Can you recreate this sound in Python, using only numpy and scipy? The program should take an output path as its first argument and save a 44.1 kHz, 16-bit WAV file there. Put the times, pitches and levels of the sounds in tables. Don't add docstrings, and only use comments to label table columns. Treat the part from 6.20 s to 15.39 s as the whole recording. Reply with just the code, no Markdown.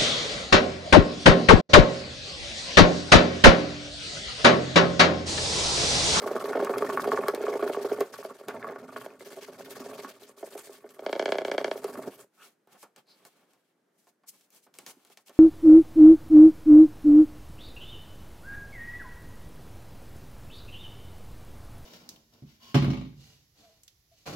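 import sys
import numpy as np
from scipy import signal
from scipy.fft import rfft, irfft, next_fast_len
from scipy.io import wavfile
from scipy.ndimage import uniform_filter1d

SR = 44100
rng = np.random.default_rng(int(sys.argv[2]) if len(sys.argv) > 2 else 0)


def dump_mix(stems):
    frames = np.atleast_2d(stems).T
    limited = np.clip(frames, -1, 1)
    pcm = np.round(limited * 32767).astype(np.int16)
    wavfile.write(sys.argv[1], SR, pcm)


N = 405279
T = np.arange(N) / SR
FAST = next_fast_len(N)


def undb(db):
    return 10 ** (np.asarray(db) / 20)


def unit(x):
    return x / np.sqrt(np.mean(x ** 2))


def colour(x, spectrum):
    hz, db = np.transpose(spectrum)
    f = np.fft.rfftfreq(FAST, 1 / SR) + 1
    gain = undb(np.interp(np.log(f), np.log(hz), db))
    return irfft(rfft(x, FAST) * gain, FAST)[..., :N]


def band(x, lo_hz, hi_hz):
    edges_hz = [lo_hz, min(hi_hz, .45 * SR)]
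    return signal.sosfilt(signal.butter(2, edges_hz, "bandpass", fs=SR, output="sos"), x)


def decay(t60):
    return np.exp(-np.log(1000) / (t60 * SR))


def ring(x, hz, t60):
    r, w = decay(t60), 2 * np.pi * hz / SR
    return signal.lfilter([0, np.sin(w)], [1, -2 * r * np.cos(w), r * r], x)


def spikes(s, size):
    x = np.zeros(N)
    np.add.at(x, (np.asarray(s) * SR).astype(int), size)
    return x


def burst(s, db, t60):
    envelope = signal.lfilter([1], [1, -decay(t60)], spikes(s, undb(db)))
    return rng.standard_normal(N) * envelope


def grit(per_s, spread_db):
    size_db = spread_db * np.minimum(rng.exponential(size=N), 4.0)
    return (rng.random(N) < per_s / SR) * rng.standard_normal(N) * undb(size_db)


def walk(rate):
    k = int(SR / rate)
    held = np.repeat(rng.standard_normal(N // k + 1), k)
    return 1.38 * uniform_filter1d(held, k)[:N]


def spread(own):
    return (rng.standard_normal(N) + own * rng.standard_normal((2, N))) / np.sqrt(1 + own ** 2)


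def swell(start, top, end):
    top = max(top, start + .008)
    return np.interp(T, [start, top, max(end, top + 0.024)], [0, 1, 0]) ** 1.91


def bending(x, late_s=0.002733):
    f = np.fft.rfftfreq(FAST, 1 / SR)
    phase = 2 * np.pi * late_s * (2 * np.sqrt(500 * f) - f / 4)
    return irfft(rfft(x, FAST) * np.exp(-1j * phase), FAST)[..., :N]


# frequency_hz [Hz], level_db [relative dB per Hz]
HUM_SPECTRUM = [(24, -75), (40, -49.5), (176, 2.5), (402, 0.5), (990, -13.5), (1630, -12), (2630, -22),
                (13400, -29.5), (16000, -36)]


def hum():
    mid, left, right = (colour(rng.standard_normal(N), HUM_SPECTRUM) for _ in range(3))
    sides = band(np.array([left, right]), 460.0, 17000.) * undb(1.0)
    return unit(mid + sides) * undb(-75.0 + 1.6 * walk(7.7))


def room(x, t60, wet_db, same_db):
    t = np.arange(int(.3 * SR)) / SR
    tail = rng.standard_normal((3, len(t))) * np.exp(-np.log(1000) * t / t60) * (t > .001)
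    treble = signal.sosfilt(signal.butter(2, 1400., "high", fs=SR, output="sos"), tail[1:])
    wet = (undb(same_db) * tail[0] + treble) * undb(wet_db) / np.sqrt(np.sum(tail[0] ** 2))
    return signal.fftconvolve(x[None], wet, axes=1)[:, :N]


# frequency_hz [Hz], level_db [relative dB per Hz]
PAPER_SPECTRUM = [(880, -47), (1500, 0), (2770, -1.5), (3180, -2), (9650, -8), (14200, -10.5), (16000, -15)]
# start_s [s], loudest_s [s], end_s [s, swell() sets a shortest fall],
# rustle_db [dB], body_db [dB]
SWISHES = [(6.093, 6.249, 6.37, -58.5, -61.5), (6.463, 6.526, 6.67, -64.5, -64),
           (6.558, 6.633, 6.65, -55, -66.5), (6.751, 6.783, 6.83, -62.5, -54.5),
           (6.856, 6.896, 7.77, -70, -65.5), (7.04, 7.069, 6.38, -58, -84.5), (7.7, 7.796, 8, -71.5, -82.5),
           (7.854, 7.895, 7.76, -67, -74.5), (8.057, 8.094, 8, -46.5, -69.5),
           (8.097, 8.14, 8.4, -65, -70.5), (8.28, 8.363, 8.43, -58, -66.5), (8.405, 8.439, 8.49, -66, -78),
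           (8.53, 8.547, 9.06, -62.5, -65), (8.657, 8.672, 8.71, -50, -52.5),
           (8.673, 8.71, 8.32, -51.5, -62), (8.748, 8.8, 9.1, -80, -75.5), (8.837, 8.927, 8.96, -62.5, -65),
           (8.95, 9.01, 9.04, -67, -82), (9.046, 9.078, 8.56, -56, -66), (9.058, 9.168, 10, -66.5, -66)]
# start_s [s], end_s [s], pitch_hz [Hz], level_db [dB]
SQUEAKS = [(6.157, 6.28, 1370, -54.5), (6.167, 6.294, 2690, -59), (6.844, 6.98, 4500, -60.5)]


def rustle():
    creases = unit(grit(1500, 2.6))
    grains = colour(spread(2.6) + 0.46 * creases, PAPER_SPECTRUM) * undb(2.0 * walk(50))
    bright = unit(band(band(grains, 5100.0, 19000.), 3900.0, 19000.))
    middle = unit(band(grains, 2060.0, 4700.0))
    body = unit(band(spread(0.45), 187.0, 1170.0)) * undb(2.9 * walk(40))
    out = 0
    for start, top, end, db, body_db in SWISHES:
        middle_db = (db + body_db) / 2 - 2.0
        mix = undb(db) * bright + undb(middle_db) * middle + undb(body_db) * body
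        out = out + swell(start, top, end) * mix
    for start, end, hz, db in SQUEAKS:
        squeak = unit(band(rng.standard_normal(N), hz * 0.866, hz * 1.09))
        out = out + swell(start, (start + end) / 2, end) * undb(db) * squeak
    return out


# [dB re crack, above 7 kHz]
TICKS = [(0.4472, -30, 1.5, -1.5), (0.5826, -26.5, -12, -4), (0.843, -33, -3, -7), (1.083, -25, -16, 3),
         (1.1482, -28, -3.5, -1), (1.8063, -27.5, -2.5, 1.5), (1.9406, -39.5, -12, -6),
         (2.2839, -29, 0.5, -3), (4.378, -35, -7, -7), (4.691, -43.5, -25, -17), (5.6428, -29.5, -7.5, -3),
         (6.473, -58, 0, 0.5), (6.629, -43, -0.5, 0), (6.762, -40.5, -18, -7), (6.869, -60, -17, -7),
         (7.0514, -42, -7.5, 0), (7.3342, -55, -14, 1), (7.87, -58.5, 0, -13), (8.0356, -64.5, 5.5, -11),
         (8.21, -49, -24.5, -10.5), (8.304, -51.5, -29.5, 4.5), (8.3475, -53, -25.5, 6),
         (8.4656, -63.5, 8, 2), (8.5407, -43.5, -17.5, -11), (8.561, -55, -24, -8),
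         (8.5867, -31, -14.5, -3), (8.664, -29, -19, -9), (8.697, -39, -15, -3), (8.8495, -49.5, -11, 1),
         (8.873, -53, -17, -8), (8.9, -52.5, -5, -9), (8.9731, -36.5, -17.5, -13), (9.062, -51, -21, -4),
         (9.083, -41, -19, -12), (9.0946, -44.5, -9.5, 0), (9.101, -60, -2, -10)]


def ticks():
    s, db, thud_db, treble_db = np.transpose(TICKS)
    crack_s = .007
    crack = band(burst(s, db, crack_s), 1800., 7000.0)
    crack = crack + band(burst(s, db + treble_db, crack_s), 7000., 15000.0)
    tail = band(burst(s, db - 12.0, 0.059), 2000.0, 7100.0)
    thud = band(burst(s, db + thud_db + 11.0, 0.13), 250., 1175.0)
    return crack + tail + thud


# [dB, before the modes]
BUMPS = [(3.606, -35), (3.849, -34), (5.773, -28.5), (5.872, -27), (8.471, -61), (8.631, -53),
         (8.769, -50.5), (9.09, -55)]
# pitch_hz [Hz], level_db [relative dB], t60_s [s]
BUMP_MODES = [(192, -11.5, 0.095), (267.6, -1.5, 0.081), (360, -6, 0.048)]


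def bumps():
    s, db = np.transpose(BUMPS)
    chance = rng.standard_normal((len(s), len(BUMP_MODES)))
    rings = 0
    for k, (hz, mode_db, t60) in enumerate(BUMP_MODES):
        rings = rings + ring(spikes(s + 0.00273 * chance[:, k], undb(db + mode_db)), hz, t60)
    return band(rings, 216.0, 540.0)


# [dB, before the modes]
CHINKS = [(2.366, -38.5), (2.4274, -34), (2.473, -47), (2.488, -36), (2.5343, -43), (3.007, -42),
          (3.062, -52), (3.121, -41.5), (3.46, -47)]
# pitch_hz [Hz], level_db [relative dB], t60_s [s]
HANDLE_MODES = [(1690, -1, 0.021), (2050, -6, 0.018), (3500, -11, 0.011)]


def chinks():
    s, db = np.transpose(CHINKS)
    chance = rng.standard_normal((len(s), len(HANDLE_MODES)))
    rings = 0
    for k, (hz, mode_db, t60) in enumerate(HANDLE_MODES):
        rings = rings + ring(spikes(s, undb(db + mode_db + 3.4 * chance[:, k])), hz, t60)
    return band(rings, 1300.0, 3900.0)


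# [dB, before the trim]
KNOCKS = [(.02, -22), (.063, -16), (0.111, -17), (0.153, -17.5), (.241, -21), (.281, -22), (.307, -20),
          (.355, -13.5), (.374, -16), (.425, -12.5), (.494, -15), (0.568, -17.5), (0.608, -20.5),
          (.645, -18), (.729, -21.5), (.783, -22), (0.857, -22), (0.874, -13.5), (0.932, -13), (.988, -16),
          (1.085, -16), (1.137, -16), (1.176, -21), (1.207, -18.5), (1.238, -17), (1.281, -13.5),
          (1.319, -26), (1.354, -14), (1.392, -26), (1.426, -11), (1.462, -18), (1.497, -12.5), (1.57, -17),
          (1.607, -23), (1.647, -16.5), (1.717, -13.5), (1.786, -19), (1.808, -11), (1.987, -27.5),
          (2.281, -25), (2.342, -28), (2.445, -29.5), (2.496, -25.5), (2.558, -29), (2.628, -34),
          (2.763, -26.5), (3.176, -31.5), (3.284, -30.5), (3.48, -34), (4.23, -22.5), (4.353, -26.5),
          (4.494, -32.5), (4.643, -31), (4.822, -30.5), (5.556, -25), (5.644, -18), (5.875, -23)]
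# time_s [s], pitch_hz [Hz]
KNOCK_PITCH = [(0, 490), (0.5, 476), (1.1, 420), (1.85, 430), (2.4, 492), (2.8, 600), (3.3, 476),
               (4.2, 593), (4.5, 482), (5.9, 460)]
# [dB, before the modes]
CLACKS = [(1.083, -16), (2.049, -23), (2.21, -33), (2.861, -25), (4.792, -25.5), (4.863, -16), (4.928, -13),
          (4.995, -12), (5.057, -12), (5.121, -11.5), (5.184, -13), (5.249, -14.5), (5.315, -12.5),
          (5.38, -12), (5.444, -12.5), (5.513, -15)]
# [dB, before the modes]
REBOUNDS = [(4.8869, -28), (4.8938, -22.5), (4.9524, -21.5), (4.9611, -21.5), (5.014, -22.5),
            (5.0245, -16.5), (5.0792, -20), (5.0894, -17), (5.1437, -20.5), (5.154, -18.5), (5.209, -25),
            (5.217, -20.5), (5.2735, -28.5), (5.2812, -19.5), (5.297, -26), (5.3395, -24), (5.3464, -21.5),
            (5.405, -27), (5.412, -21), (5.472, -29), (5.4793, -21), (5.5751, -32)]


def blows_of_drawers():
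    hard, early, weak = rng.standard_normal((len(KNOCKS), 3)).T
    s, db = np.transpose(KNOCKS)
    hz = np.interp(s, *np.transpose(KNOCK_PITCH))
    edge_db = -22 + 3 * hard
    knock = np.c_[s, db - 1.5, hz, edge_db, 0 * s - 12.0]
    corner_s = s - .0035 - .0012 * early
    corner = np.c_[corner_s, db - 8.0 + 1.5 * weak, hz, edge_db - 6.0, 0 * s - 4.0]
    clacks = [(start, level, 670, -6.5 + .6 * (level + 13), -20.0) for start, level in CLACKS]
    rebounds = [(start, level, 562, -11, -14.0) for start, level in REBOUNDS]
    return np.r_[knock, corner, clacks, rebounds]


# [s, before shortening]
CABINET_MODES = [(272, -15.5, 0.37), (307, -23, 0.45), (418.5, -4, 0.16), (460.6, 0, 0.071),
                 (557.4, 1.5, 0.055), (632, 2, 0.056), (783, -6.5, 0.034), (909, -6.5, 0.041)]
# pitch_hz [Hz], level_db [relative dB], t60_s [s]
FRONT_MODES = [(960, -4, 0.019), (1127, -0.5, 0.048), (1216, 1, 0.022), (1435, -3, 0.021),
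               (1640, -10.5, 0.027)]
# pitch_hz [Hz], width_hz [Hz], level_db [relative dB]
EDGE_MODES = [(1290, 310, -6.5), (1490, 230, 0.5), (1699, 110, 3.5), (2030, 190, -3), (2297, 150, -0.5),
              (2840, 160, -2.5), (3256, 200, -5), (3620, 500, -3), (4370, 260, -10), (6900, 2500, -15.5)]
# [dB, before the trim]
RATTLES = [(0.0755, -27), (0.163, -25.5), (0.255, -29), (0.3309, -26), (0.4, -26), (0.471, -26),
           (0.5374, -23.5), (0.622, -22), (0.6984, -25.5), (0.773, -21), (0.842, -25), (0.9172, -20),
           (0.974, -20), (1.0355, -28.5), (1.0821, -20), (1.266, -28), (1.337, -32.5), (1.4262, -29.5),
           (1.4765, -30), (1.5458, -29), (1.809, -29), (1.939, -37), (2.027, -40), (2.4434, -32),
           (2.498, -39), (2.559, -35.5), (2.7618, -26.5), (2.8131, -36), (5.68, -38), (5.754, -37.5),
           (3.8457, -30.5)]


def knocks():
    s, db, hz, edge_db, bounce_db = blows_of_drawers().T
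    late, uneven = rng.standard_normal((len(s), 2)).T
    bounce_db = db + 1.5 * uneven + bounce_db
    s, db = np.r_[s, s + .012 + .003 * late], np.r_[db, bounce_db]
    hz, edge_db = np.r_[hz, hz], np.r_[edge_db, edge_db - 5.0]

    chance = rng.standard_normal((len(s), len(CABINET_MODES)))
    out = 0
    for k, (mode_hz, mode_db, t60) in enumerate(CABINET_MODES):
        octaves = np.log2(mode_hz / hz)
        near_db = np.where(octaves > 0, -14.0, 24.0) * octaves + 1.6 * chance[:, k]
        out = out + ring(spikes(s, undb(db + mode_db + near_db - 6.0)), mode_hz, 0.67 * t60)
    out = signal.sosfilt(signal.butter(2, 1300., fs=SR, output="sos"), out)

    click = spikes(s, undb(db + edge_db + 16.0))
    out = out + band(band(click, 900., 4400.0), 700., 5200.)
    for k, (mode_hz, width_hz, mode_db) in enumerate(EDGE_MODES):
        edge = spikes(s, undb(db + edge_db + mode_db - 10.5))
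        out = out + (-1) ** k * ring(edge, mode_hz, 2.6 / width_hz)

    rattle_s, rattle_db = np.transpose(RATTLES)
    shakes = spikes(rattle_s, undb(rattle_db - 4.0)) + spikes(s, undb(db - 28.5))
    again = rng.random((len(RATTLES), 6)).T
    chatter_s, chatter_db = rattle_s + .004 + 0.024 * again[:3], rattle_db - 13.0 - 5.0 * again[3:]
    shakes = shakes + spikes(chatter_s, undb(chatter_db))
    shakes = band(band(shakes, 390.0, 2600.0), 390.0, 2600.0)
    for mode_hz, mode_db, t60 in FRONT_MODES:
        out = out + undb(mode_db) * ring(shakes * undb(3.0 * walk(40)), mode_hz, t60)
    out = out + undb(10.5) * band(shakes, 820.0, 1700.)

    out = signal.sosfilt(signal.butter(6, 270., "high", fs=SR, output="sos"), out)
    return bending(out) + band(burst(s, db + edge_db - 10.5, 0.03), 900.0, 4700.0)


# start_s [s], strokes [count],
# hiss_db [dB, cloth], drag_db [dB, on the wood], sway_db [dB, carcass]; common trims follow
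BOUTS = [(-.03, 7, -50.5, -35, -42.5), (0.282, 7, -51, -33, -51), (0.527, 6, -50.5, -35, -38.5),
         (0.761, 4, -50.5, -34, -37.5), (0.902, 4, -50.5, -34, -38.5), (1.101, 3, -58, -42.5, -50),
         (1.211, 7, -51.5, -36, -47), (1.461, 2, -53, -38.5, -45), (1.573, 7, -54, -38, -48.5),
         (1.83, 1, -64, -52, -64), (1.922, 4, -57.5, -47, -51), (2.135, 3, -60.5, -51.5, -58),
         (2.27, 2, -62.5, -40.5, -41.5), (2.389, 1, -66, -43.5, -41), (2.428, 3, -59.5, -38, -44.5),
         (2.537, 4, -64, -45.5, -44), (2.716, 4, -57.5, -45.5, -46), (2.875, 1, -61.5, -51, -55.5),
         (2.992, 6, -55, -51.5, -54), (3.315, 2, -56.5, -46.5, -49.5), (3.442, 2, -55, -45.5, -47.5),
         (3.546, 6, -51.5, -42.5, -44.5), (3.817, 2, -54.5, -49.5, -54), (3.928, 3, -62, -56, -58),
         (4.13, 1, -87, -63, -64), (4.165, 1, -59, -53.5, -73), (4.238, 4, -56, -54, -60),
         (4.495, 1, -57, -54.5, -61), (4.6, 5, -67, -54, -60), (4.825, 5, -61.5, -46, -50.5),
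         (5.151, 1, -62.5, -45, -46.5), (5.242, 4, -60.5, -43.5, -46), (5.505, 4, -58.5, -45.5, -49.5),
         (5.721, 4, -59.5, -41.5, -43), (5.902, 2, -60.5, -54.5, -54)]
# time_s [s], level_db [dB]
SHEEN = [(3.9, -1.5), (4.2, 3)]
# frequency_hz [Hz], level_db [relative dB per Hz]
CLOTH_SPECTRUM = [(900, -24), (1600, -3.5), (2300, -8), (3000, -8), (4200, -9.5), (4600, -7.5), (5100, -10),
                  (9400, -12), (11600, -15), (13000, -11.5), (16000, -20)]
# pitch_hz [Hz], level_db [relative dB], t60_s [s]
CARCASS_MODES = [(117.5, -5, 0.25), (262.7, 6.5, 0.14)]
LIFT_S = 6.048


def pad():
    s, strokes, *levels_db = np.transpose(BOUTS)
    place = np.interp(T, np.r_[s, LIFT_S], np.r_[0, np.cumsum(np.round(strokes))])
    bout = np.maximum(np.searchsorted(s, T) - 1, 0)
    hiss_gain, drag, sway = (undb(db)[bout] * (T < LIFT_S) for db in levels_db)
    stroke_db = 2.5 * rng.standard_normal(int(place[-1]) + 1)
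    swing = np.abs(np.sin(np.pi * (place % 1) ** .7))
    speed = (0.12 + swing ** 0.93) * hiss_gain * undb(stroke_db[place.astype(int)])
    speed = uniform_filter1d(speed, size=200)

    sheen_db = np.interp(T, *np.transpose(SHEEN))
    scratch = undb(2.0 * walk(600))
    hiss = 0
    for hz in 1000 * 2 ** np.arange(0, 4.1, .5):
        patchy = undb(2.6 * walk(70) + (hz > 7000) * sheen_db)
        hiss = hiss + band(spread(0.96), hz / 1.2, hz * 1.224) * patchy
    hiss = unit(colour(hiss * scratch, CLOTH_SPECTRUM)) * speed * undb(2.0)

    drag, sway = (uniform_filter1d(gain, size=1100) for gain in (drag, sway))
    slips = band(grit(800, 1.3), 280., 1300.) * (.5 + swing) * undb(2.9 * walk(60))
    wood = 0
    for hz, db, t60 in CABINET_MODES:
        wood = wood + undb(db) * ring(slips * undb(1.5 * walk(50)), hz, 0.6 * t60)
    higher_hz = np.geomspace(1350., 2500., num=5)
    plucks = FRONT_MODES + [(hz, -7.0 * np.log2(hz / 900), .022) for hz in higher_hz]
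    front = 0
    for hz, db, t60 in plucks:
        catches = band(grit(150, 3.5), hz / 2, hz * 1.4) * swing
        front = front + undb(db) * ring(catches, hz, t60)
    carcass = 0
    for hz, db, t60 in CARCASS_MODES:
        carcass = carcass + undb(db) * unit(ring(rng.standard_normal(N), hz, t60))

    dragged = bending(unit(wood) + undb(-9.5) * unit(front)) * drag * undb(-2.5)
    return hiss, dragged + carcass * sway * undb(-14)


def scene():
    hiss, wood = pad()
    dry = wood + knocks() + chinks() + ticks() + bumps() + hiss + rustle()
    left = colour(dry[0], [(1100, -1.72), (2000, 0.93)])
    right = colour(dry[1], [(1100, -0.015), (2000, -0.13)])
    mid = dry.mean(axis=0)
    top = room(mid, t60=0.024, wet_db=-7.0, same_db=-24.5)
    workshop = room(mid, t60=0.19, wet_db=-10.0, same_db=-3.5)
    return np.array([left, right]) + top + workshop + hum()


def record(dry):
    dry = signal.sosfilt(signal.butter(4, 92., "high", fs=SR, output="sos"), dry)
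    return signal.sosfilt(signal.ellip(10, .2, 60, 15800, fs=SR, output="sos"), dry)


dry = scene()
out = record(dry)
dump_mix(out)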